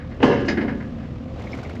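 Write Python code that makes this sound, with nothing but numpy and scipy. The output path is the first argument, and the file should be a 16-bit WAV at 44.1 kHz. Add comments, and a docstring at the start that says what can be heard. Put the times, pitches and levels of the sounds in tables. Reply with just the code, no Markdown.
"""A wheel slams a ferry's steel ramp, which booms and rings: sharp plate modes over dense noise.
A loose flap clanks, the hollow deck drones and small loose parts jingle, all as decaying sounds.
They belong to a big four-wheel-drive crawling aboard, heard from just above its bonnet.
Its engine rumbles throughout as low tones and throbbing noise; its clatter of rough noise,
ticks and squeaks grows as the ferry's steel side wall comes alongside."""
import sys
import numpy as np
from scipy import signal
from scipy.fft import rfft, irfft, next_fast_len
from scipy.io import wavfile
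from scipy.ndimage import map_coordinates

SR = 44100
rng = np.random.default_rng(int(sys.argv[2]) if len(sys.argv) > 2 else 0)


def output_pcm(signal):
    """Save a mono or channel-first signal as 16-bit PCM at the path in sys.argv[1].

    Samples are clipped to [-1, 1] before scaling.
    """
    pcm = np.clip(np.atleast_2d(signal).T, -1, 1) * 32767
    wavfile.write(sys.argv[1], SR, np.round(pcm).astype(np.int16))


N = 79380  # samples, 1.8 s


def amp(db):
    """Turn decibels into a gain."""
    return 10 ** (np.asarray(db) / 20)


def unit(x):
    """Scale to an rms of 1."""
    return x / np.sqrt(np.mean(x ** 2) + 1e-20)


def along(points, hz):
    """Read a curve of (Hz, value) points, joined by lines on a log frequency axis."""
    point_hz, values = np.transpose(points)
    return np.interp(np.log(hz + 1), np.log(point_hz + 1), values)


def seconds():
    """Time of every sample."""
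    return np.arange(N) / SR


def wobble(rate):
    """A smooth random curve through `rate` random values a second."""
    knots = rng.standard_normal(N // 20)
    return map_coordinates(knots, [seconds() * rate + 2], mode="wrap")


def filtered(x, response):
    """Multiply the spectrum of x by a response that depends on frequency."""
    size = next_fast_len(N + SR // 4)
    hz = np.fft.rfftfreq(size, 1 / SR)
    return irfft(rfft(x, size) * response(hz), size)[:N]


def noise(spectrum):
    """Random noise coloured by a (Hz, dB) curve, at an rms of 1."""
    white = rng.standard_normal(N)
    return unit(filtered(white, lambda hz: amp(along(spectrum, hz))))


def fade(t60):
    """Exponential decay that falls by 60 dB in t60 seconds."""
    return np.exp(-np.log(1000) * seconds() / t60)


def attack(rise_s):
    """A quick rise from 0 towards 1, as a contact takes hold."""
    return 1 - np.exp(-seconds() / rise_s)


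def delayed(x, start_s):
    """Make x begin at start_s."""
    return np.pad(x, (max(round(start_s * SR), 0), 0))[:N]


def soften(x, edge_hz, order=2):
    """Low-pass filter: a softer contact loses its treble."""
    sos = signal.butter(order, min(edge_hz, SR / 2 - 1), fs=SR, output="sos")
    return signal.sosfilt(sos, x)


def ring(modes, scatter_db):
    """Decaying modes, each with a new random strength and phase."""
    t, out = seconds(), np.zeros(N)
    for hz, db, t60 in modes:
        level = np.sqrt(2) * amp(db + scatter_db * rng.normal())
        out += level * fade(t60) * np.sin(2 * np.pi * (hz * t + rng.random()))
    return out


RIPPLE_DB, RIPPLE_HZ = 5, 13  # depth and spacing of a plate's weak modes


def weak_modes(count=4000):
    """A plate's irregular fine pattern of resonances, as a (Hz, dB) curve."""
    strength = np.clip(rng.standard_normal(count), -2, 1)
    return np.column_stack([RIPPLE_HZ * np.arange(count), RIPPLE_DB * strength])


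def wash(spectrum, decay_times, pattern):
    """Noise for countless plate modes, each frequency band dying at its own speed."""
    steady = unit(filtered(noise(spectrum), lambda hz: amp(along(pattern, hz))))
    hz, t, bands = signal.stft(steady, SR, nperseg=256)
    t60 = along(decay_times, hz)[:, None]
    return signal.istft(bands * np.exp(-np.log(1000) * t / t60), SR, nperseg=256)[1][:N]


def dense_blows(blows, spectrum, decay_times, attack_s):
    """Every blow starts a new wash through one plate's pattern, duller for a softer contact."""
    rise, pattern, out = attack(attack_s), weak_modes(), np.zeros(N)
    for start_s, db, edge_hz in blows:
        burst = soften(rise * wash(spectrum, decay_times, pattern), edge_hz)
        out += delayed(amp(db) * burst, start_s)
    return out


SHIMMER_RAD, SHIMMER_RATE = .22, 24  # phase wander of each mode, random values a second


def struck(modes, blows, attack_s, order=2):
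    """Every blow adds energy to modes that ring on; duller blows reach fewer of the high ones."""
    t, out = seconds(), np.zeros(N)
    for hz, db, t60 in modes:
        decay = (attack(attack_s) * fade(t60)) ** 2
        energy = np.zeros(N)
        for start_s, level, edge_hz in blows:
            treble_loss = 1 + (hz / edge_hz) ** (2 * order)
            energy += delayed(decay, start_s) * amp(level) ** 2 / treble_loss
        phase = 2 * np.pi * (hz * t + rng.random()) + SHIMMER_RAD * wobble(SHIMMER_RATE)
        out += amp(db) * np.sqrt(2 * energy) * np.sin(phase)
    return out


# Low engine tones. Each row: multiple of the firing rate, average level in dB.
ORDERS = [(1, -56.5), (2, -37), (3, -39.5), (4, -46.5)]
# Colour of the engine's rumble. Each row: frequency in Hz, relative level in dB.
RUMBLE = [(15, -31), (28, -15), (45, 1), (70, -4), (130, -0.5), (180, -4), (245, -0.5), (300, -5),
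          (400, -20), (520, -14.5), (600, -21), (680, -19), (900, -28.5), (1200, -23), (1400, -30.5),
          (2200, -33.5), (3200, -38), (5500, -47.5), (13000, -72)]
FIRING_HZ, SPEED_WANDER, ORDER_WANDER_DB = 39.63, 0.01205, 1  # SPEED_WANDER is a fraction
RUMBLE_DB, RUMBLE_THROB = -31, 0.19  # level, depth of the throb as a fraction
WHINE_HZ, WHINE_DB, WHINE_WANDER = 511, -47.5, 0.02565  # WHINE_WANDER is a fraction


def engine():
    """Low firing tones, a rumble that throbs with them, and a faint drifting whine of a belt pulley."""
    turn = 2 * np.pi * np.cumsum(1 + SPEED_WANDER * wobble(7.17)) / SR
    tones = np.zeros(N)
    for multiple, db in ORDERS:
        level = np.sqrt(2) * amp(db + ORDER_WANDER_DB * wobble(24))
        tones += level * np.sin(multiple * FIRING_HZ * turn + 2 * np.pi * rng.random())
    whine_turn = 2 * np.pi * np.cumsum(1 + WHINE_WANDER * wobble(10)) / SR
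    whine = np.sqrt(2) * amp(WHINE_DB) * np.sin(WHINE_HZ * whine_turn)
    throb = 1 + RUMBLE_THROB * np.cos(FIRING_HZ * turn)
    return tones + whine + amp(RUMBLE_DB) * unit(noise(RUMBLE) * throb)


# Colour of the steady clatter. Each row: frequency in Hz, relative level in dB.
CLATTER = [(150, -29), (300, 7), (550, 8), (900, -1.5), (1500, -11), (2400, -10), (3300, -13.5),
           (5500, -22.5), (7500, -29.5), (9000, -47), (13000, -36)]
# Sharp mechanical ticks. Each row: start in seconds, level in dB before the wall acts.
TICKS = [(1.394, -38.5), (1.419, -38), (1.549, -36.5), (1.573, -37), (1.587, -40.5), (1.631, -33.5),
         (1.694, -34), (1.753, -35.5)]
# Colour of one tick. Each row: frequency in Hz, relative level in dB.
TICK = [(400, -3), (1000, 3.5), (1430, 9), (1900, 1), (3500, -7), (6500, -14), (9000, -21), (13000, -33)]
# Squeaks of a dry pivot. Each row: start in seconds, pitch in Hz, level in dB before the wall acts.
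CHIRPS = [(1.411, 2170, -36), (1.469, 2170, -33.5), (1.519, 5250, -43), (1.531, 2180, -33.5),
          (1.539, 2130, -32.5), (1.589, 2220, -41), (1.65, 2180, -35), (1.659, 2130, -36),
          (1.707, 2300, -36.5), (1.765, 2080, -36)]
# Engine sound returned by the wall. Each row: time in seconds, gain in dB.
WALL = [(0, -43), (0.101, -6.5), (.9, -6), (1.27, -10.5), (1.4, 0), (1.539, 2), (1.7, 0), (1.8, -1.5)]
CLATTER_DB, CLATTER_ROUGH_DB = -38, 2  # level before the wall acts, size of its fast wander
TICK_T60, TICK_ATTACK_S = .058, .0009  # seconds; the squeaks share this attack
CHIRP_WIDTH_HZ, CHIRP_T60 = 190, 0.043  # distance from the pitch to half gain, decay in seconds


def clatter():
    """Rough mechanical noise, sharp ticks and short squeaks, thrown back by the side wall."""
    out = amp(CLATTER_DB) * unit(noise(CLATTER) * amp(CLATTER_ROUGH_DB * wobble(170)))
    rise = attack(TICK_ATTACK_S)
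    for start_s, db in TICKS:
        out += delayed(amp(db) * rise * fade(TICK_T60) * noise(TICK), start_s)
    for start_s, pitch_hz, db in CHIRPS:
        white = rng.standard_normal(N)
        squeak = unit(filtered(white, lambda hz: 1 / (1 + ((hz - pitch_hz) / CHIRP_WIDTH_HZ) ** 2)))
        out += delayed(amp(db) * rise * fade(CHIRP_T60) * squeak, start_s)
    return out * amp(np.interp(seconds(), *np.transpose(WALL)))


# Light rattles of the bodywork. Each row: start in seconds, level in dB before the decay.
RATTLES = [(0.399, -43.5), (0.452, -42)]
# Colour of one rattle. Each row: frequency in Hz, relative level in dB.
RATTLE = [(2500, -14.5), (5000, 2), (7500, -9), (9000, -19), (13000, -24)]


def bodywork(attack_s=0.0082, t60=0.098):
    """Small loose parts jingle as the vehicle rocks: short bursts of bright noise."""
    shape = attack(attack_s) * fade(t60)
    return sum(delayed(amp(db) * noise(RATTLE) * shape, start_s) for start_s, db in RATTLES)


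# Knocks of the tyres. Each row: start in seconds, level in dB before the decay.
KNOCKS = [(1.331, -26), (1.392, -28), (1.667, -21)]
# Colour of one knock. Each row: frequency in Hz, relative level in dB.
KNOCK = [(20, -13), (50, 21), (130, 9), (230, -29), (500, -30), (2000, -68.5)]


def suspension(attack_s=0.00092, t60=0.096):
    """Dull knocks as the tyres roll over the deck: short bursts of deep noise."""
    shape = attack(attack_s) * fade(t60)
    return sum(delayed(amp(db) * noise(KNOCK) * shape, start_s) for start_s, db in KNOCKS)


# The ramp's foot bumps on the deck. Each row: start in seconds, relative level in dB.
DECK_BUMPS = [(.474, -19.5), (.53, -24.5), (.576, -21)]
# Strong modes of the deck. Each row: frequency in Hz, relative level in dB, 60 dB decay in seconds.
DECK_MODES = [(199.8, -10, 1.6), (229, -10, 2.12), (256.7, -7.5, 0.79), (283, -10, 1.3), (333, -1, 0.28),
              (361, -4.5, 0.29)]
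# Dense weak modes of the deck. Each row: frequency in Hz, relative level in dB.
DECK_WASH = [(60, -16), (300, 10), (520, -1), (700, -4), (1300, -27), (3000, -47.5)]
DECK_WASH_DB, DECK_WASH_T60 = -5, 0.86  # relative level, decay in seconds


def deck(attack_s=0.00043):
    """The hollow deck drones after each bump: ringing modes over fading noise."""
    rise, out = attack(attack_s), np.zeros(N)
    for start_s, db in DECK_BUMPS:
        strong = ring(DECK_MODES, scatter_db=0.5)
        dense = amp(DECK_WASH_DB) * noise(DECK_WASH) * fade(DECK_WASH_T60)
        out += delayed(amp(db) * rise * (strong + dense), start_s)
    return out


# Clanks of the flap. Each row: start in seconds, relative level in dB, dull above this Hz.
CLANKS = [(.001, -42.5, 2230), (.112, -45, 2240), (.315, -28, 2120), (0.481, -24, 7530), (.571, -27, 2250),
          (.607, -31.5, 3000), (.679, -31, 2250), (.802, -39, 2100), (0.986, -50, 2330), (1.029, -49, 2300)]
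# Strong modes of the flap. Each row: frequency in Hz, relative level in dB, 60 dB decay in seconds.
FLAP_MODES = [(1668, -4, .3), (1695, -3, .42), (1927, -2, .28), (2078, 3, .18), (2148, 0, .23),
              (2340, -6, .2), (2510, -3, .2), (2929, -3, .16), (3811, -10, .22), (4264, -3, .12),
              (4554, -1, .12), (4985, -1, .2)]
# Its dense weak modes. Each row: frequency in Hz, relative level in dB.
FLAP_WASH = [(100, -55), (400, -2.5), (1200, -9.5), (1700, 2), (2300, -6.5), (3400, -14.5), (4700, -14.5),
             (7000, -22.5), (8500, -53), (13000, -65)]
# How long those ring. Each row: frequency in Hz, 60 dB decay in seconds.
FLAP_T60 = [(1700, .25), (3000, .2), (7000, .18)]
FLAP_ATTACK_S, FLAP_MODES_DB, FLAP_WASH_DB = .003, -7.5, 5


def flap():
    """A loose steel flap taps lightly, strikes hard, then rocks and settles."""
    strong = struck(FLAP_MODES, CLANKS, FLAP_ATTACK_S, order=3)
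    dense = dense_blows(CLANKS, FLAP_WASH, FLAP_T60, FLAP_ATTACK_S)
    return amp(FLAP_MODES_DB) * strong + amp(FLAP_WASH_DB) * dense


# Plate damped under the tyre. Each row: frequency in Hz, level in dB, 60 dB decay in seconds.
THUD_MODES = [(151.3, -20.5, 0.44), (251.2, -8, 0.12), (327, -16.5, 0.23), (454, -27, 0.035)]
# Colour of the first contact. Each row: frequency in Hz, relative level in dB.
THUD = [(40, -43), (90, -41), (150, -22), (260, 13.5), (420, 10), (600, -19), (900, 4), (1500, -20),
        (2900, -24.5), (4000, -29), (9000, -52)]
# Colour of steel meeting steel. Each row: frequency in Hz, relative level in dB.
CRACK = [(300, -38), (800, 5), (1500, 6.5), (2900, 3.5), (3800, -10), (8000, -39), (13000, -58)]
THUD_S, THUD_DB, THUD_T60 = .229, 1, 0.069  # start in seconds, noise level, decay in seconds
CRACK_DB, CRACK_T60 = -13, 0.057  # level before the decay, decay in seconds


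def tyre_thud(attack_s=0.004, crack_attack_s=0.00032):
    """The wheel drops on the plate: a crack and a short, heavy push."""
    t, push = seconds(), np.zeros(N)
    for hz, db, t60 in THUD_MODES:
        push += np.sqrt(2) * amp(db) * fade(t60) * np.sin(2 * np.pi * hz * t)
    thud = attack(attack_s) * (push + amp(THUD_DB) * noise(THUD) * fade(THUD_T60))
    crack = amp(CRACK_DB) * noise(CRACK) * fade(CRACK_T60) * attack(crack_attack_s)
    return delayed(thud + crack, THUD_S)


# Wheel blows on the ramp. Each row: start in seconds, relative level in dB, dull above this Hz.
BLOWS = [(0.203, -27, 3300), (.219, -26, 6700), (.229, -17, 6030), (.239, -19, 7900), (.275, -21.5, 3880),
         (0.295, -21, 1500), (0.626, -29.5, 1190)]
# Strong modes of the ramp. Each row: frequency in Hz, relative level in dB, 60 dB decay in seconds.
RAMP_MODES = [(141, -8, .6), (212, -3, 1.1), (273, -1, .95), (335, -7, .6), (388, -2.5, .65),
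              (429, -4, .35), (484, 3, .55), (564, -4.5, 1), (716, -10, .7), (1044, -12, .55),
              (1206, -14, .8), (1685, -14.5, 1.1), (1738, -14, .65), (2024, -17, .65), (2772, -19, .7),
              (3004, -19, .85), (4989, -29, .65)]
# Its dense weak modes. Each row: frequency in Hz, relative level in dB.
RAMP_WASH = [(40, -62.5), (90, -11.5), (135, -5.5), (180, -11.5), (270, -1), (480, -4), (640, -10.5),
             (900, -12), (1300, -21.5), (1720, -18), (2350, -28), (2900, -21.5), (3500, -35.5),
             (5200, -34.5), (7500, -45), (13000, -51.5)]
# How long those ring. Each row: frequency in Hz, 60 dB decay in seconds.
RAMP_T60 = [(120, 1), (260, 0.92), (700, 0.48), (1800, 0.94), (5000, 0.74), (11000, 0.24)]
RAMP_MODES_DB, RAMP_WASH_DB = -5.5, 2


def ramp(attack_s=0.00033):
    """The steel plate rebounds and booms at each contact: ringing modes over a dense wash."""
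    strong = struck(RAMP_MODES, BLOWS, attack_s)
    dense = dense_blows(BLOWS, RAMP_WASH, RAMP_T60, attack_s)
    return amp(RAMP_MODES_DB) * strong + amp(RAMP_WASH_DB) * dense


def scene():
    """Vehicle, deck, flap and ramp at one microphone."""
    vehicle = engine() + clatter() + bodywork() + suspension()
    steel = deck() + flap() + tyre_thud() + ramp()
    return (vehicle + steel)[None]


TOP_HZ = 13000  # upper band limit


def record(dry):
    """The recorder rounds off the highest peaks and has a treble notch and a steep band limit."""
    rounded = dry[0] / (1 + (dry[0] / .9) ** 6) ** (1 / 6)  # peaks stay below 0.9
    # Each row: frequency in Hz, gain in dB.
    notch = [(7500, -2.5), (8900, -11), (10200, -3.0)]
    return filtered(rounded, lambda hz: amp(along(notch, hz)) / (1 + (hz / TOP_HZ) ** 80))[None]


dry = scene()
out = record(dry)
output_pcm(out)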